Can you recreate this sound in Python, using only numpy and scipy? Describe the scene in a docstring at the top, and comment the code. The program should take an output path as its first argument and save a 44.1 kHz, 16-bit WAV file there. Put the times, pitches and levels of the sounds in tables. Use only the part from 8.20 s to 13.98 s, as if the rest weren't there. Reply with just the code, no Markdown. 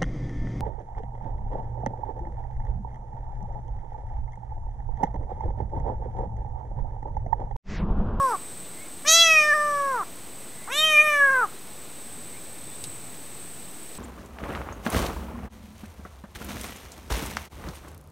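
"""Kitten beside a parked car

One microphone in a yard, close to a kitten by the wheel. It cries three times, the first cry already
ending as we come in: its vocal folds buzz through a mouth that opens fast and closes slowly. Then its
paws tick on the gravel as it turns away under the car, whose underside rings briefly. Insects trill
in the grass, a far bird whistles, the yard hums softly and the camera adds a thin whine."""
import sys
import numpy as np
from scipy import signal
from scipy.fft import rfft, irfft, next_fast_len
from scipy.io import wavfile
from scipy.ndimage import map_coordinates

SR = 44100
rng = np.random.default_rng(int(sys.argv[2]) if len(sys.argv) > 2 else 0)


def unload_wav(signal):
    """Save mono or channel-first audio to the path in sys.argv[1] as 16-bit WAV at rate SR, clipped to [-1, 1]."""
    wavfile.write(
        sys.argv[1],
        SR,
        np.round(np.clip(np.atleast_2d(signal).T, -1, 1) * 32767).astype(np.int16),
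    )


N = 254898
TIME = np.arange(N) / SR


def kitten_cries():
    """Three cries close to the microphone, each rising, then sinking as the mouth closes."""
    # Each row: start and end in seconds, relative level in dB, swell in seconds, scoop and droop as
    # shares of the pitch, droop length in seconds, second resonance in dB (mouth half open), its lift
    # in Hz (wide open), top resonance in dB and its width in Hz (both half open), the power by which
    # it broadens with the opening, nasal dip in Hz, its depth from 0 to 1.
    cries = [(-.6, .167, -28.5, .02, .2, 0.4, 0.2, 0.5, 500, -1, 4000, 0.34, 4700, 0.063),
             (0.848, 1.835, -28.5, 0.019, .17, 0.43, 0.21, -3.5, 770, -11.5, 5900, 0.35, 4840, 0.48),
             (2.475, 3.265, -28, 0.1, .46, .33, 0.13, -12, 2370, -7, 2560, 0.22, 4660, 0.92)]
    # One curve a cry. Each point: time in seconds, pitch in Hz before scoop, droop and cracks.
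    held_pitches = [
        [(0, 556)],
        [(1.02, 673.8), (1.222, 605.3), (1.46, 592), (1.66, 554.4)],
        [(2.66, 636.6), (2.77, 600.4), (2.84, 614.6), (3.13, 533.4), (3.16, 518)],
    ]
    # One curve a cry. Each point: time in seconds, mouth resonance in Hz.
    mouth_curves = [
        [(0, 1154), (.1, 1140), (.165, 1130)],
        [(.847, 1702), (.885, 3600), (.94, 3820), (1.006, 3550), (1.059, 3020), (1.121, 2610), (1.195, 2394),
         (1.23, 2260), (1.323, 1780), (1.37, 1640), (1.47, 1490), (1.8, 1203)],
        [(2.47, 1260), (2.497, 1600), (2.527, 3100), (2.589, 3720), (2.656, 2940), (2.7, 2910), (2.745, 2510),
         (2.79, 2420), (2.948, 2057), (3.041, 1673), (3.16, 1470), (3.265, 1240)],
    ]
    return sum(meow(*cry) for cry in zip(cries, held_pitches, mouth_curves))


def meow(row, held_pitch, mouth_curve, jitter=0.022, shimmer=0.24, flutter=0.17,
         hoarse_db=-20, rush_hz=10500, dip_width_hz=520, harmonics=26):
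    """One cry: harmonics of the vocal folds, and turbulence between them, filtered by the mouth."""
    start, end, level_db, swell_s, scoop, droop, droop_s, *vowel, dip_hz, dip_depth = row
    first = max(round(start * SR), 0)
    t = TIME[first:round(end * SR)]
    age, left = t - start, end - t
    pitch, rasp, rush = vocal_folds(t, age, left, held_pitch, scoop, droop, droop_s)
    envelope_db = level_db + breath_db(age, left, swell_s)
    shape = tract_shape(age, curve(mouth_curve, t), *vowel)

    def nose(hz):
        """The nasal passage cuts a dip in the treble."""
        return 1 - dip_depth * np.exp(-((hz - dip_hz) / dip_width_hz) ** 2 / 2)

    # the folds always waver a little, and beat unevenly when the voice is hoarse
    waver = .0015 * wobble(70, t) + jitter * rasp * wobble(700, t)
    phase = 2 * np.pi * np.cumsum(pitch * (1 + waver)) / SR
    cry = np.zeros(len(t))
    for k in range(1, harmonics + 1):
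        gain, lag = throat(k * pitch, shape)
        # gliding harmonics beat against their own reflections, the high ones most
        beating = 1 + flutter * np.log(k) * (wobble(40.65, t) + 1j * wobble(40.1, t))
        cry += gain * nose(k * pitch) * np.real(beating * np.exp(1j * (k * phase + lag)))
        # turbulence fills the gap above each harmonic, most of all in the treble
        gap_hz = (k + .5) * pitch
        gap_gain, _ = throat(gap_hz, shape)
        turbulence = np.hypot(amp(hoarse_db) * rasp * np.sqrt(k), rush * (gap_hz / rush_hz) ** 3)
        eddies = (wobble(600, t) + 1j * wobble(600, t)) * np.exp(1j * (k + .5) * phase)
        cry += gap_gain * nose(gap_hz) * turbulence * eddies.real / np.sqrt(2)
    cry *= amp(envelope_db) * (1 + shimmer * rasp * wobble(250, t))
    edge_fade = np.clip(np.minimum(t - t[0], t[-1] - t) / 0.00054, 0, 1)
    return np.pad(cry * edge_fade, (first, N - first - len(t)))


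def vocal_folds(t, age, left, held_pitch, scoop, droop, droop_s,
                scoop_s=.048, settle_s=0.033, crack_s=0.024, jump_s=0.0058, easy_hz=592, rush_db=-15):
    """Pitch, roughness and air rush: the voice scoops up, holds and droops, rough until it settles."""
    # The voice cracks, sagging and then jumping up.
    # Each row: time in seconds, jump as a share of the pitch, relative burst of turbulence in dB.
    cracks = [(0.879, 0.021, -14), (0.934, 0.0098, 4.5), (1.335, 0.037, -20), (3.11, 0.023, -20)]
    rise = 1 - scoop * np.exp(-age / scoop_s)
    fall = 1 - droop * np.clip(1 - left / droop_s, 0, 1) ** 2.7
    pitch = curve(held_pitch, t) * rise * fall
    unsettled = np.exp(-age / settle_s)
    rush = amp(rush_db) + unsettled
    for at_s, jump, burst_db in cracks:
        near = np.exp(-((t - at_s) / crack_s) ** 2)
        pitch *= 1 + jump * near * np.tanh((t - at_s) / jump_s)
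        rush += amp(burst_db) * near
    slack = 0.1 * (easy_hz / pitch) ** 8.3  # below their easy pitch the folds go slack and hoarse
    rasp = np.clip(slack + unsettled, 0, 1)
    return pitch, rasp, rush


def breath_db(age, left, swell_s, swell_db=19, sag_db_per_s=7, release_db=14.5, release_s=0.02):
    """A cry swells, sags as the air runs out, and breaks off."""
    swell = swell_db * np.exp(-age / swell_s)
    release = release_db * np.exp(-left / release_s)
    return -swell - sag_db_per_s * age - release


def tract_shape(age, mouth_hz, second_db, lift_hz, top_db, top_width_hz, broadening,
                half_open_hz=2700, wide_open_hz=3780, opening_s=0.1):
    """The wider the mouth, the higher and stronger the two upper resonances."""
    opening = mouth_hz / half_open_hz
    octaves = np.log2(opening)
    mouth_width_hz = 174 + 950 * opening * np.exp(-(age / opening_s) ** 2)  # broad as it first opens
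    second_hz = 5540 + lift_hz * (mouth_hz / wide_open_hz) ** 3.6
    top_hz = 11220 + 300 * octaves
    return (mouth_hz, mouth_width_hz,
            second_hz, second_db + 23.5 * octaves,
            top_hz, top_db + 14.5 * octaves, top_width_hz * opening ** broadening)


def throat(hz, shape, second_width_hz=1600, knee=0.93):
    """Vocal tract gain and phase: a steep low-pass peaking at the mouth resonance, two peaks above."""
    # The steady colour of the voice. Each row: frequency in Hz, gain in dB.
    voice_colour = [(400, -3), (600, 1.3), (1200, 4), (1900, 0.65), (3000, -1), (4000, 4.5), (4900, 9),
                    (5700, 6.5), (7000, 1.8), (8000, 0), (9500, -5.5), (12000, -5.8), (13500, -27)]
    mouth_hz, mouth_width_hz, second_hz, second_db, top_hz, top_db, top_width_hz = shape
    mouth = mouth_hz ** 2 / (mouth_hz ** 2 - hz ** 2 + 1j * hz * mouth_width_hz)
    second = resonance(hz, second_hz, second_width_hz)
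    top = resonance(hz, top_hz, top_width_hz)
    low = abs(mouth) / np.hypot(1, (hz / (knee * mouth_hz)) ** 2)
    high = np.hypot(amp(second_db) * abs(second) ** 2, amp(top_db) * abs(top) ** 2)
    gain = spectrum_gain(voice_colour, hz) * np.hypot(low, high)
    lag = np.angle(mouth) + 2 * np.angle(second * top)
    return gain, lag


def paws(crunch_db=-13, crunch_t60=0.062, click_t60=0.0022, grit_db=1, snap_db=-8):
    """Close by, a pebble clicks under each paw and the grit around it settles."""
    # Paws on gravel. Each row: start in seconds, relative level in dB.
    steps = [(4.6404, -18), (4.945, -41), (5.105, -47), (5.692, -35), (5.752, -31)]
    # Resonances of a shifted pebble. Each row: centre in Hz, width in Hz, gain in dB.
    pebble = [(3900, 3000, 3.5), (5970, 1600, -5), (10300, 1200, 2.5)]
    force, t = np.zeros(N), TIME[:SR // 50]
    decay = amp(crunch_db - 60 * t / crunch_t60) + amp(-60 * t / click_t60)
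    for start, level_db in steps:
        first = round(start * SR)
        force[first:first + len(t)] += amp(level_db + grit_db) * decay * rng.standard_normal(len(t))
        force[first] += amp(level_db + snap_db)
    return filtered(force, lambda hz: sum(amp(db) * resonance(hz, centre, width) ** 2
                                          for centre, width, db in pebble))


def underside(sound, t60=0.33, wet_db=-21, dull_hz=4500):
    """Short, dull reflections from the wheel, the car's floor and the yard."""
    t = TIME[:SR // 4]
    tail = rng.standard_normal(len(t)) * amp(-60 * t / t60) * (t > .002)
    echo = signal.fftconvolve(sound, tail / np.linalg.norm(tail))[:N]
    return amp(wet_db) * filtered(echo, lambda hz: 1 / np.hypot(1, hz / dull_hz))


def insects(level_db=-45.0, swell_db=2.06, stroke_hz=35.2):
    """Out in the grass, wing strokes pulse a narrow, high band of chirring."""
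    # Spectrum of the chorus. Each row: frequency in Hz, relative density in dB.
    trill = [(6500, -49), (7400, -19), (7800, -8), (7950, -2), (8120, -4.5), (8400, -2.5), (8750, -10),
             (9200, -17), (10000, -65)]
    stroke = 2 * np.pi * np.cumsum(stroke_hz * (1 + .012 * wobble(4, TIME))) / SR
    pulsing = np.exp(0.16 * np.cos(stroke) + 0.11 * np.cos(2 * stroke))
    return amp(level_db - swell_db * wobble(3.44, TIME)) * unit(pulsing * noise(trill))


def bird(blur_hz=70):
    """A far bird, blurred by distance: three rising whistles and a higher, level one."""
    # Each row: start and length in seconds, first and last pitch in Hz, peak level in dB.
    whistles = [(0.54, 0.15, 2020, 2400, -48), (2.333, 0.21, 1990, 2350, -50.5),
                (4.105, .11, 2130, 2500, -51), (4.44, 0.15, 3570, 3580, -54)]
    song = np.zeros(N)
    for start, length, start_hz, end_hz, peak_db in whistles:
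        progress = np.clip((TIME - start) / length, 0, 1)
        hz = start_hz + (end_hz - start_hz) * progress ** 2 + blur_hz * wobble(300, TIME)
        song += amp(peak_db) * np.sin(np.pi * progress) * np.sin(2 * np.pi * np.cumsum(hz) / SR)
    return song


def yard(air_db=-45, rumble_db=-5):
    """Steady outdoor hush all around, over a distant, drifting rumble."""
    # Spectrum of the open air. Each row: frequency in Hz, relative density in dB.
    air_spectrum = [(20, -17), (60, -6), (150, -3), (300, -0.5), (700, -5.5), (1500, -11.5), (2400, -11),
                    (3200, -13.5), (3900, -12), (5000, -17), (6500, -15.5), (9500, -16), (11000, -15.5),
                    (14500, -19.5)]
    # The rumble's slow drift. Each row: time in seconds, relative level in dB.
    rumble_drift = [(0, -50), (3.8, -52.5), (4.6, -45.5), (5.78, -51.5)]
    rumble = noise([(25, -32), (80, -1.5), (150, 6), (280, 0.0), (700, -29)])
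    hush = amp(air_db + 0.081 * wobble(5.83, TIME)) * noise(air_spectrum)
    drift_db = curve(rumble_drift, TIME) + 2.1 * wobble(6.6, TIME)
    return hush + amp(rumble_db + drift_db) * rumble


def amp(db):
    """Decibels to gain."""
    return 10 ** (np.asarray(db) / 20)


def unit(x):
    """Scale to rms 1."""
    return x / np.sqrt(np.mean(x ** 2) + 1e-20)


def spectrum_gain(points, hz):
    """Gain at hz, from (Hz, dB) points joined on a log frequency axis."""
    points_hz, points_db = np.transpose(points)
    return amp(np.interp(np.log(hz + 1), np.log(points_hz + 1), points_db))


def curve(points, t):
    """Value at the times t, from (seconds, value) points joined by straight lines."""
    return np.interp(t, *np.transpose(points))


def wobble(rate, t):
    """A smooth random curve, rate knots a second."""
    return map_coordinates(rng.standard_normal(len(t) // 4), [(t - t[0]) * rate], mode="wrap")


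def filtered(x, response):
    """x through a filter whose response is a function of frequency in Hz."""
    size = next_fast_len(N + SR // 4)
    return irfft(rfft(x, size) * response(np.fft.rfftfreq(size, 1 / SR)), size)[..., :N]


def resonance(hz, centre, width):
    """Causal band-pass response, 1 at its centre."""
    return 1j * hz * width / (centre ** 2 - hz ** 2 + 1j * hz * width)


def noise(spectrum):
    """Noise of rms 1, coloured by (Hz, dB) points."""
    return unit(filtered(rng.standard_normal(N), lambda hz: spectrum_gain(spectrum, hz)))


def scene():
    """The kitten close by and the yard all around: one microphone, the same on both channels."""
    kitten = kitten_cries() + paws()
    mono = kitten + underside(kitten) + insects() + bird() + yard()
    return np.array([mono, mono])


def record(dry):
    """The camera adds its thin whine and a small steady offset, and cuts all above its band limit."""
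    # The whine. Each row: frequency in Hz, rms level in dB.
    whine_tones = [(14949, -58)]
    band_limit_hz, offset = 15700, -.0095
    whine = sum(amp(db) * np.sqrt(2) * np.sin(2 * np.pi * hz * TIME) for hz, db in whine_tones)
    return filtered(dry + whine, lambda hz: hz < band_limit_hz) + offset


dry = scene()
out = record(dry)
unload_wav(out)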